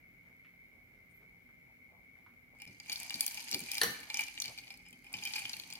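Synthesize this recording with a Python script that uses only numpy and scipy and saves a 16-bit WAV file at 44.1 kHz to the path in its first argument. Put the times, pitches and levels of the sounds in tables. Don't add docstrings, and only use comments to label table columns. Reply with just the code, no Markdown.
import sys
import numpy as np
from scipy import signal
from scipy.fft import rfft, irfft, next_fast_len
from scipy.io import wavfile
from scipy.ndimage import uniform_filter1d

SR = 44100
rng = np.random.default_rng(int(sys.argv[2]) if len(sys.argv) > 2 else 0)


def bounce(signal):
    frames = np.transpose(np.atleast_2d(signal))
    limited = np.clip(frames, -1, 1)
    pcm = np.round(limited * 32767).astype(np.int16)
    wavfile.write(sys.argv[1], SR, pcm)


def makeup_ratio(level_db):
    decades = np.asarray(level_db, float) / 20
    return 10 ** decades


N = 255339


def clock(n):
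    return np.arange(n) / SR


def evened(x):
    return x / np.sqrt(np.mean(x ** 2) + 1e-20)


def peaked(x):
    return x / np.abs(x).max()


def read(points, hz):
    f, value = np.transpose(points)
    return np.interp(np.log(hz + 1), np.log(f + 1), value)


def add(mix, s, sound):
    part = mix[round(s * SR):][:len(sound)]
    part += sound[:len(part)]


def resonate(x, hz, width):
    r = np.exp(-np.pi * width / SR)
    return signal.lfilter([1 - r * r, 0, r * r - 1], [2, -4 * r * np.cos(2 * np.pi * hz / SR), 2 * r * r], x)


def colour(x, points):
    size = next_fast_len(N)
    gain = makeup_ratio(read(points, np.fft.rfftfreq(size, 1 / SR)))
    return irfft(rfft(x, size) * gain, size)[..., :N]


def decay(t60, t):
    return makeup_ratio(-60 * t / t60)


def ring(hz, t60, t):
    return np.sin(2 * np.pi * hz * t) * decay(t60, t)


def brushes(table, relative_width):
    out, t = np.zeros(N), clock(9000)
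    for s, db, hz, length in table:
        rub = evened(resonate(rng.standard_normal(len(t)), hz, relative_width(hz)))
        add(out, s - .1, makeup_ratio(db) * rub * np.exp(-((t - .1) / length) ** 2 * 2))
    return out


# f/Hz, density/dB per Hz
AIR = [(33, -34), (41, -4), (100, -15.5), (200, -9), (330, -14), (600, -20.5), (1000, -27.5), (1900, -18),
       (2600, -20.5), (3500, -31.5), (7500, -39), (8300, -42.5), (9400, -37.5), (13000, -32.5)]
# f/Hz, correlation [0..1]
LIKENESS = [(40, 0.78), (130, 0.97), (300, 0.8), (600, 0.074), (1400, 0.49), (2200, 0.59), (4000, 0.079),
            (15000, 0.033)]
# f/Hz, left minus right/dB
TILT = [(60, -2.5), (240, -2), (950, -1), (3770, 1.5), (15000, -2)]
# f/Hz, phase/radians
LEAD = [(60, 0.61), (600, -1.22), (2200, -2.09), (4000, -2)]
# f/Hz, width/Hz, level/dB
HUM = [(86.6, 13, -80.5), (117, 28, -77.5), (175, 3.7, -78.5), (244.3, 29, -80.5)]
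# f/Hz, width/Hz, level/dB
INSECTS = [(2123, 88, -65.5), (2153, 21, -77.5), (2219, 14.6, -66), (2251, 62, -67), (2380, 13, -78.5)]


def background():
    a, b = rng.standard_normal((2, N))
    size = next_fast_len(N)
    hz = np.fft.rfftfreq(size, 1 / SR)
    same = np.clip(read(LIKENESS, hz), -1, 1)
    tilt, lead = makeup_ratio(read(TILT, hz) / 2), np.exp(1j * read(LEAD, hz))
    left = tilt * lead * rfft(a, size)
    right = (same * rfft(a, size) + np.sqrt(1 - same ** 2) * rfft(b, size)) / tilt
    pair = irfft([left, right], size)[:, :N]
    swell = evened(uniform_filter1d(uniform_filter1d(rng.standard_normal(N), 3000), 3000))
    air = makeup_ratio(-67) * evened(colour(pair, AIR))
    air += makeup_ratio(-96.0 + 11.0 * swell) * evened(resonate(resonate(pair[::-1], 720, 490), 500, 700))
    for f, width, db in HUM + INSECTS:
        air += makeup_ratio(db) * evened(resonate(resonate(pair, f, width), f, 3 * width))
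    return air


# t/s, peak level/dB, f/Hz
FORK = [(0.0294, -66, 1890), (0.2794, -68, 1520), (0.4468, -62.5, 1260), (0.9294, -73, 1390),
        (1.2194, -70, 1300), (1.4894, -62.5, 1220), (2.1594, -65, 1660), (2.2628, -54.5, 1180),
        (.447, -56, 2250)]


def fork_taps():
    out, t = np.zeros(N), clock(9000)
    for s, db, hz in FORK:
        push = rng.standard_normal(len(t)) * (decay(0.016, t) + makeup_ratio(-1) * decay(0.2, t))
        add(out, s, makeup_ratio(db) * peaked(resonate(resonate(push, hz, 910), hz, 910)))
    return out


# t/s, level/dB, f/Hz, length/s
SCUFFS = [
    (0.288, -76, 640, 0.07),
    (0.755, -76.5, 423, 0.079),
    (0.957, -76.5, 506, 0.075),
    (1.23, -71.5, 390, 0.05),
    (2.195, -76.5, 746, 0.062),
]


def far_scuffs():
    return brushes(SCUFFS, lambda hz: 0.39 * hz)


# t/s, level/dB, f/Hz, length/s
RUSTLE = [
    (1.116, -78, 9300, 0.023),
    (1.168, -74, 13000, 0.043),
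]


def sleeve_rustle():
    return brushes(RUSTLE, lambda hz: 1200)


# t/s, vigour level/dB, crowding of the cubes on the wall/dB
STIR = [(2.55, -83, 10.5), (2.656, -69, -23), (2.804, -70.5, -5), (2.9, -51, -2), (3.045, -52.5, 1),
        (3.372, -49, -1), (3.62, -52, -21), (3.74, -47.5, -21), (4.084, -58.5, 3), (4.204, -45.5, -0.5),
        (4.33, -57, -9), (4.48, -55, -3), (4.866, -73.5, -35), (5.11, -67.5, 6.5), (5.2, -53, 0.5),
        (5.368, -47.5, -10), (5.548, -54, -3), (5.79, -62, 3)]
# f/Hz, density/dB per Hz
RATTLE = [(530, -23.5), (900, -8.5), (1130, -24.5), (1720, -12.5), (2360, -9), (3100, -10.5), (3650, -17),
          (4200, -9.5), (4980, -7), (5480, -20), (6180, -8.5), (6970, -16), (11600, -16), (14700, -28.5),
          (15700, -27), (16400, -54)]
# f/Hz, width/Hz, level/dB
GLASS = [(2340, 57, 23), (2590, 480, 4), (2980, 60, -12), (4570, 220, -13), (4985, 235, 6),
         (5600, 200, -15)]
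# f/Hz, width/Hz
LOW_WALL = (815, 320)


def stir():
    s, rattle_db, crowd_db = np.transpose(STIR)
    wall_db = rattle_db + crowd_db
    low_db = -28 + 0.67 * rattle_db + 2.0 * crowd_db
    t = clock(N)

    def level(db):
        return makeup_ratio(np.interp(t, s, db, left=-120))

    strength = makeup_ratio(1.4 * np.minimum(rng.exponential(1, N), 3))
    ticks = strength * (rng.random(N) < 2200 / SR)
    grit = signal.lfilter([1], [1, -.98], ticks) * rng.standard_normal((3, N))
    wall = sum(makeup_ratio(d) * np.sqrt(40 / w) * resonate(grit[0], f, w) for f, w, d in GLASS)
    glass = level(wall_db) * evened(wall) + level(low_db) * evened(resonate(grit[0], *LOW_WALL))
    face = np.repeat(rng.integers(0, 9, N // 128 + 1), 128)[:N]
    faces = 0
    for k, hz in enumerate(np.geomspace(2000, 14000, 9)):
        faces = faces + evened(resonate(grit[1:] * (face == k), hz, 0.29 * hz)) * np.sqrt(hz)
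    rattle = colour(evened(faces) + 1.6 * evened(grit[1:]), RATTLE)
    rumble = resonate(resonate(grit[0], 266, 45), 240, 350)
    return glass, level(rattle_db) * evened(rattle), level(0.24 * rattle_db - 59.5) * evened(rumble)


# t/s,
# cube ping level/dB, wall ring level/dB, cube f/Hz, crack level/dB
KNOCKS = [(4.74, -51, -51, 4800, -59), (4.7737, -57, -73, 4420, -58), (4.7984, -75, -58, 4420, -78),
          (4.8529, -75, -57, 2940, -82), (4.8629, -69, -51.5, 2850, -72), (4.8851, -69, -61, 2830, -59.5),
          (4.9072, -72, -80, 4760, -57.5), (4.9277, -55, -56, 2820, -58.5), (5.043, -59, -52, 2970, -60.5),
          (5.0654, -61, -49.5, 2950, -64), (5.1287, -61, -53, 6530, -46), (5.1389, -35.5, -34, 4740, -45),
          (5.1684, -43, -53, 4840, -52), (5.1836, -50, -51, 5000, -60), (5.2244, -53, -41, 4970, -56),
          (5.2367, -33.5, -61, 4800, -45), (5.2522, -33, -39, 5090, -37.5), (5.2598, -46, -46, 4500, -57),
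          (5.2734, -33.5, -39, 4920, -44), (5.3078, -45, -43, 2970, -61), (5.3361, -28, -40.5, 4560, -54),
          (5.357, -40, -32, 4570, -42), (5.362, -31, -37, 4520, -42), (5.3814, -47, -34, 4470, -45),
          (5.3904, -43, -45, 4500, -43), (5.4194, -50, -38, 4500, -53), (5.453, -31.5, -42, 2960, -50),
          (5.4804, -52, -65, 5000, -59), (5.4945, -30, -45, 4880, -53), (5.5323, -29.5, -51, 4290, -44),
          (5.5387, -32.5, -46, 2740, -52), (5.5667, -41, -47, 4480, -46), (5.5979, -35.5, -50, 4340, -45),
          (5.6357, -42.5, -59, 2980, -57), (5.676, -54, -66, 6200, -58), (5.702, -45, -49, 5100, -48),
          (5.7256, -34, -44.5, 4900, -53), (5.7356, -51, -67, 4600, -46.5), (5.7536, -41, -49.5, 4600, -54),
          (2.587, -70, -62, 2860, -67.5), (2.6, -70, -51, 2980, -63), (2.6188, -44, -45.5, 5150, -49),
         (2.6524, -52, -50, 3000, -60), (2.6754, -51, -55, 5100, -60), (2.7124, -70, -58, 4370, -78),
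         (2.7676, -62, -73, 2900, -79), (2.8, -41.5, -49, 4830, -57), (2.86, -48, -56, 2840, -59),
         (2.8857, -61, -47, 2980, -64), (2.8966, -29, -40, 4760, -43.5), (2.9186, -31.5, -44, 5200, -58),
         (2.9245, -33, -45.5, 4540, -44), (2.9581, -30.5, -49.5, 4430, -48), (2.9746, -60, -60, 5010, -52),
         (3, -56, -55, 4470, -41), (3.0205, -52, -45.5, 4650, -52), (3.031, -40, -64, 5100, -44),
         (3.064, -50, -49, 4600, -57), (3.0964, -34.5, -63, 4800, -57), (3.1053, -28.5, -41.5, 2860, -43),
         (3.13, -46, -59, 5050, -55), (3.1418, -29.5, -53, 4550, -43), (3.1556, -36, -49.5, 4600, -43),
         (3.2074, -25.5, -41, 4570, -25), (3.2264, -36, -45.5, 4500, -51), (3.264, -35, -48, 5740, -30.5),
         (3.2784, -32.5, -45, 4600, -35), (3.3194, -50, -62, 2900, -44), (3.3443, -37.5, -55, 5400, -41.5),
         (3.3731, -39, -41.5, 4660, -49), (3.3776, -45, -43, 2930, -48), (3.4052, -41, -53, 4700, -46),
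         (3.4756, -42, -55, 2860, -62), (3.4835, -38, -47, 5020, -51), (3.5131, -32, -59, 4980, -34.5),
         (3.5219, -35, -42, 5720, -50), (3.5282, -30, -47, 4570, -44), (3.5447, -24.5, -35.5, 4800, -31.5),
          (3.5924, -55, -50, 4630, -42), (3.6035, -40, -43, 4300, -41), (3.6371, -39, -51.5, 4960, -49),
          (3.6704, -53, -51, 5240, -68), (3.6857, -53, -41, 6330, -60), (3.69, -50, -59, 4500, -53),
          (3.716, -27.5, -42, 5160, -30), (3.7343, -45, -40, 5050, -45), (3.7434, -45, -46, 5050, -39),
          (3.7522, -30.5, -42.5, 5000, -41.5), (3.7624, -47, -56, 4930, -55), (3.77, -54, -38.5, 3050, -44),
          (3.781, -27, -37.5, 4970, -34), (3.9464, -45, -45, 2950, -57), (3.9937, -43, -67, 2830, -61),
          (4.0027, -58, -55, 4100, -52), (4.0314, -54, -46.5, 2970, -54), (4.1005, -33, -36.5, 4140, -44.5),
          (4.1428, -26, -36.5, 5080, -37.5), (4.1712, -29.5, -40, 5930, -41),
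          (4.1919, -44, -28.5, 4800, -41), (4.2081, -40, -41.5, 4450, -36), (4.2363, -34, -54, 5200, -52),
          (4.2828, -38, -47, 2780, -49), (4.3765, -35.5, -47, 2900, -67), (4.4013, -26, -48, 6010, -40),
          (4.4206, -27.5, -62, 4370, -39), (4.4404, -34, -51, 4480, -52), (4.4501, -42, -44, 2920, -53),
          (4.4564, -34, -45, 4800, -45), (4.4802, -39, -48.5, 4480, -51), (4.5765, -45, -45.5, 5520, -51),
          (4.586, -38, -50, 4520, -52), (4.6364, -55, -54, 2970, -68), (4.6702, -50.5, -54.5, 4540, -64),
          (4.6783, -50, -56, 2970, -63), (4.7044, -40.5, -45, 4430, -54.5), (4.7244, -64, -61, 2930, -60),
          (3.197, -47, -56, 4930, -48), (3.707, -61, -49, 2930, -57), (4.3832, -47, -50, 7050, -62),
         (2.9285, -31, -52, 4540, -36.5), (3.2005, -54, -62, 8960, -53), (3.228, -48, -60, 9600, -49),
         (3.4915, -39, -53, 5000, -54), (3.5385, -29, -51, 4280, -48), (4.4182, -38, -50, 6500, -41),
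         (4.4855, -44, -48, 4530, -60), (5.1875, -41.5, -58, 3520, -59), (5.229, -43, -50, 2900, -54),
         (5.619, -53, -57, 6180, -66), (5.7095, -46, -59, 4200, -54)]
# f/Hz, width/Hz, level/dB
STRAW = [(9300, 2100, 26.5), (11200, 3300, -35), (11540, 1200, 28.5), (13030, 1300, 20.5)]
# f/Hz, level/dB, t60/s
UPPER = [(2923, -10.5, 0.067), (4480, -15, 0.037), (5090, -12.5, 0.063), (7350, -23, 0.046)]
WALL_HZ = 2362
GRIP_S = 4.9


def straw_crack(noise, burst, spot, crack_db, t):
    high = signal.butter(2, 7000, "high", fs=SR, output="sos")
    tube = 0
    for (f, w, d), u, v in zip(STRAW, spot[4:], spot[8:]):
        tube = tube + makeup_ratio(d + 0.78 * u) * resonate(burst, f * (1 + 0.017 * v), w)
    crack = peaked(signal.sosfilt(high, burst) + makeup_ratio(-10) * tube)
    crack += makeup_ratio(crack_db - 8) * evened(resonate(noise, 10300, 250)) * decay(.15, t)
    crack += makeup_ratio(-31) * resonate(noise[::-1], 10500, 6000) * decay(0.27, t)
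    return crack


def wall_ring(noise, spot, wall_hz, held, t):
    wall = ring(wall_hz, (0.085 - 0.032 * held) * makeup_ratio(1.8 * spot[12]), t)
    wall += makeup_ratio(-0.5) * ring(wall_hz + 90 * spot[3], 0.016, t)
    wall += makeup_ratio(-14) * evened(resonate(noise[1], wall_hz, 300)) * decay(0.13, t)
    wall += makeup_ratio(-17.0 + 1.8 * spot[1]) * ring(LOW_WALL[0] * (1.02 + 0.024 * spot[2]), 0.081, t)
    return wall


def knocks():
    out, t = np.zeros((3, N)), clock(4000)
    rung, apart, knock = out
    contact = t * decay(.0042, t)
    rows = KNOCKS
    for (s, cube_db, ring_db, cube_hz, crack_db), noise in zip(rows, rng.standard_normal((len(rows), 2, 4000))):
        spot = noise[0, -16:]
        held = s > GRIP_S
        wall_hz = WALL_HZ + 48.3 * held + 24.3 * spot[0]
        burst = noise * contact
        crack = straw_crack(noise, burst, spot, crack_db, t)
        ping = resonate(resonate(burst, cube_hz, 0.68 * cube_hz), cube_hz, 1.0 * cube_hz)
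        cube = peaked(ping) + makeup_ratio(-8) * ring(cube_hz, 0.028, t)
        wall = wall_ring(noise, spot, wall_hz, held, t)
        upper = [makeup_ratio(d + 4.6 * u) * ring(f * wall_hz / WALL_HZ, t60, t)
                 for (f, d, t60), u in zip(UPPER, spot[4:])]
        swing = makeup_ratio(ring_db + 2.5) * (1 - np.exp(-t / (0.00066 + 0.00067 * held)))
        hit = makeup_ratio(crack_db + 12) * crack + makeup_ratio(cube_db + 3.5) * cube
        add(rung, s, swing * wall)
        add(knock, s, swing * sum(upper) + hit[0])
        unlike = makeup_ratio(-13.5) * spot[11] * wall + makeup_ratio(-23) * spot[12:] @ upper
        add(apart, s, makeup_ratio(-13) * hit[1] + swing * unlike)
    return out


# t/s, peak level/dB, f/Hz, t60/s
THUMPS = [(2.665, -53.5, 125, 0.41), (2.688, -53, 203, 0.16), (2.899, -56.5, 244, 0.13),
          (3.147, -48, 174.5, 0.2), (3.3, -80, 252, 0.29), (3.525, -45, 195, 0.2), (3.546, -40, 243, 0.17),
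          (3.612, -45, 185, 0.22), (3.822, -42.5, 175, 0.4), (3.85, -50, 230.4, 0.92),
          (3.877, -45.5, 117, 0.17), (4.202, -78, 222, 0.11), (4.462, -53, 123, 0.28),
          (5.141, -51.5, 124.2, 0.54), (5.357, -61, 174, 0.39), (5.551, -58.5, 178, 0.76),
          (4.92, -58, 204, 0.26), (5.439, -55, 128, 0.18)]


def table_thumps():
    out, t = np.zeros(N), clock(9000)
    for s, db, hz, t60 in THUMPS:
        t60 = max(t60, .02)
        push = rng.standard_normal(len(t)) * decay(t60, t) * (1 - np.exp(-t / 0.0025))
        wood = resonate(resonate(push, hz, 150), hz, 290)
        add(out, s, makeup_ratio(db) * peaked(wood + 0.069 * ring(hz, t60, t)))
    return out


# start t/s, length/s, level/dB, f/Hz
DRAGS = [(2.901, 0.038, -49, 2370), (3.201, 0.094, -61, 2420), (3.384, 0.018, -65, 2380),
         (3.685, 0.062, -48.5, 2430), (4.143, 0.093, -42.5, 2365), (4.453, 0.041, -48.5, 2344),
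         (4.847, 0.034, -65, 2390), (5.246, 0.031, -40.5, 2440), (5.356, 0.026, -55, 2300),
         (5.384, 0.022, -52, 2390)]


def drags():
    out, t = np.zeros(N), clock(8000)
    for (s, length, db, hz), rub in zip(DRAGS, rng.standard_normal((len(DRAGS), 8000))):
        press = np.clip(t / 0.012, 0, 1) * decay(0.033, np.maximum(t - length, 0))
        song = evened(resonate(rub, hz, 27)) + makeup_ratio(-2.5) * evened(resonate(rub, 1.265 * hz, 60))
        add(out, s, makeup_ratio(db) * press * song)
    return out


# t/s, level/dB
SPOON = [
    (3.8147, -19.5),
    (3.8325, -27.5),
]
# f/Hz, drop level/dB, bounce level/dB, t60/s
CLASH_MODES = [(469, -18, -2, 0.085), (772, -33, -1, 0.038), (856, -2.5, -17, 0.019), (1203, -40, -9.5, 0.14),
               (1786, -1, -1, 0.048), (1800, -16, -31, 0.12), (1734, -17, -3, .1), (2980, -10, -9, 0.079),
               (4140, 13, -8, 0.0048), (4250, 8.5, 15.5, 0.008), (4480, -27, -13, 0.027), (5850, -14, 3.5, 0.041),
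               (6500, -27, -8, 0.075),
               (7400, -29, -19, 0.12), (8280, -23, -12, 0.13), (9710, 8.5, 11, 0.0086), (11490, -19, -14, 0.08),
         (11000, -24, -5.5, 0.12), (12230, -27, 5, 0.037), (13420, -36.5, -18, .06),
         (14100, -23.5, -18, .05), (15040, -15, -4, 0.045)]


def spoon():
    out, t = np.zeros(N), clock(15000)
    for k, (s, db) in enumerate(SPOON):
        chatter = rng.standard_normal(len(t))
        clash = makeup_ratio(-30.0) * chatter * decay(0.0082, t)
        clash += makeup_ratio(-26.5) * evened(resonate(chatter, 1350, 870)) * decay(0.14, t)
        for hz, *blow_db, t60 in CLASH_MODES:
            shiver = evened(resonate(chatter, hz, 200 + 0.087 * hz)) * decay(3.3 * t60, t)
            clash += makeup_ratio(blow_db[k] - 5.5) * (ring(hz, t60, t) + makeup_ratio(-13) * shiver)
        add(out, s, makeup_ratio(db) * clash * (1 - np.exp(-t / 0.00056)))
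    return out


def ports(x, left_db, lag):
    turn = np.exp(-2j * np.pi * np.fft.rfftfreq(N) * lag)
    return np.array([makeup_ratio(left_db / 2) * x, irfft(rfft(x) * turn, N) / makeup_ratio(left_db / 2)])


# delay t/ms, level/dB
CLOSE = [
    [(.7, -7), (1.6, -10), (2.9, -13)],
    [(.4, -8), (1.2, -8), (2.3, -12)],
]


def close(x):
    treble = signal.sosfilt(signal.butter(2, 2600, "high", fs=SR, output="sos"), x)
    return np.array([sum(makeup_ratio(db) * np.roll(treble, round(ms * SR / 1000)) for ms, db in side) for side in CLOSE])


# f/Hz, t60/s
ROOM = [(200, 0.21), (1000, 0.68), (4000, 0.51), (12000, 0.36)]


def room(x):
    taps = np.zeros((2, SR // 2))
    at = np.arange(150, SR // 2 - 20, 20)
    at = at + rng.integers(0, 20, (2, len(at)))
    np.put_along_axis(taps, at, rng.choice([-1., 1.], at.shape), 1)
    hz, t, z = signal.stft(taps, SR, nperseg=256)
    tail = signal.istft(z * decay(read(ROOM, hz)[:, None], t), SR, nperseg=256)[1]
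    return signal.fftconvolve(x[None], tail / np.linalg.norm(tail[0]), axes=1)[:, :N]


def scene():
    behind = background()
    table = fork_taps() + far_scuffs() + sleeve_rustle()
    wall, rattle, rumble = stir()
    rung, apart, knock = knocks()
    table += table_thumps() + rumble
    glass = rung + makeup_ratio(-4.5) * (wall + drags())
    plate = spoon()
    direct = ports(glass, -.6, 3.4) + ports(knock, 3.2, 5.23) + ports(plate, -1.0, 0.87)
    direct += table * makeup_ratio([[-.7], [.7]]) + rattle
    wide = makeup_ratio(-2) * np.roll(resonate(plate, 1530, 1200), round(SR / 4 / 1600))
    direct += (apart - wide) * [[1], [-1]]
    far = room(glass + knock + rattle[0] + makeup_ratio(5.0) * plate + table)
    return direct + close(knock + plate) + makeup_ratio(-10) * far + behind


def top_cut(x):
    return signal.sosfilt(signal.butter(12, 16800, fs=SR, output="sos"), x)


# t/s, half length/s, level/dB
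LEVEL_DIP = (2.659, .004, -25)


def record(dry):
    s, half, db = LEVEL_DIP
    dip = makeup_ratio(db * np.exp(-((clock(N) - s) / half) ** 4))
    edge = signal.firwin(301, 15900, window=("kaiser", 5), fs=SR)
    mix = signal.oaconvolve(dry * dip, edge[None], "same")
    return top_cut(mix)


dry = scene()
out = record(dry)
bounce(out)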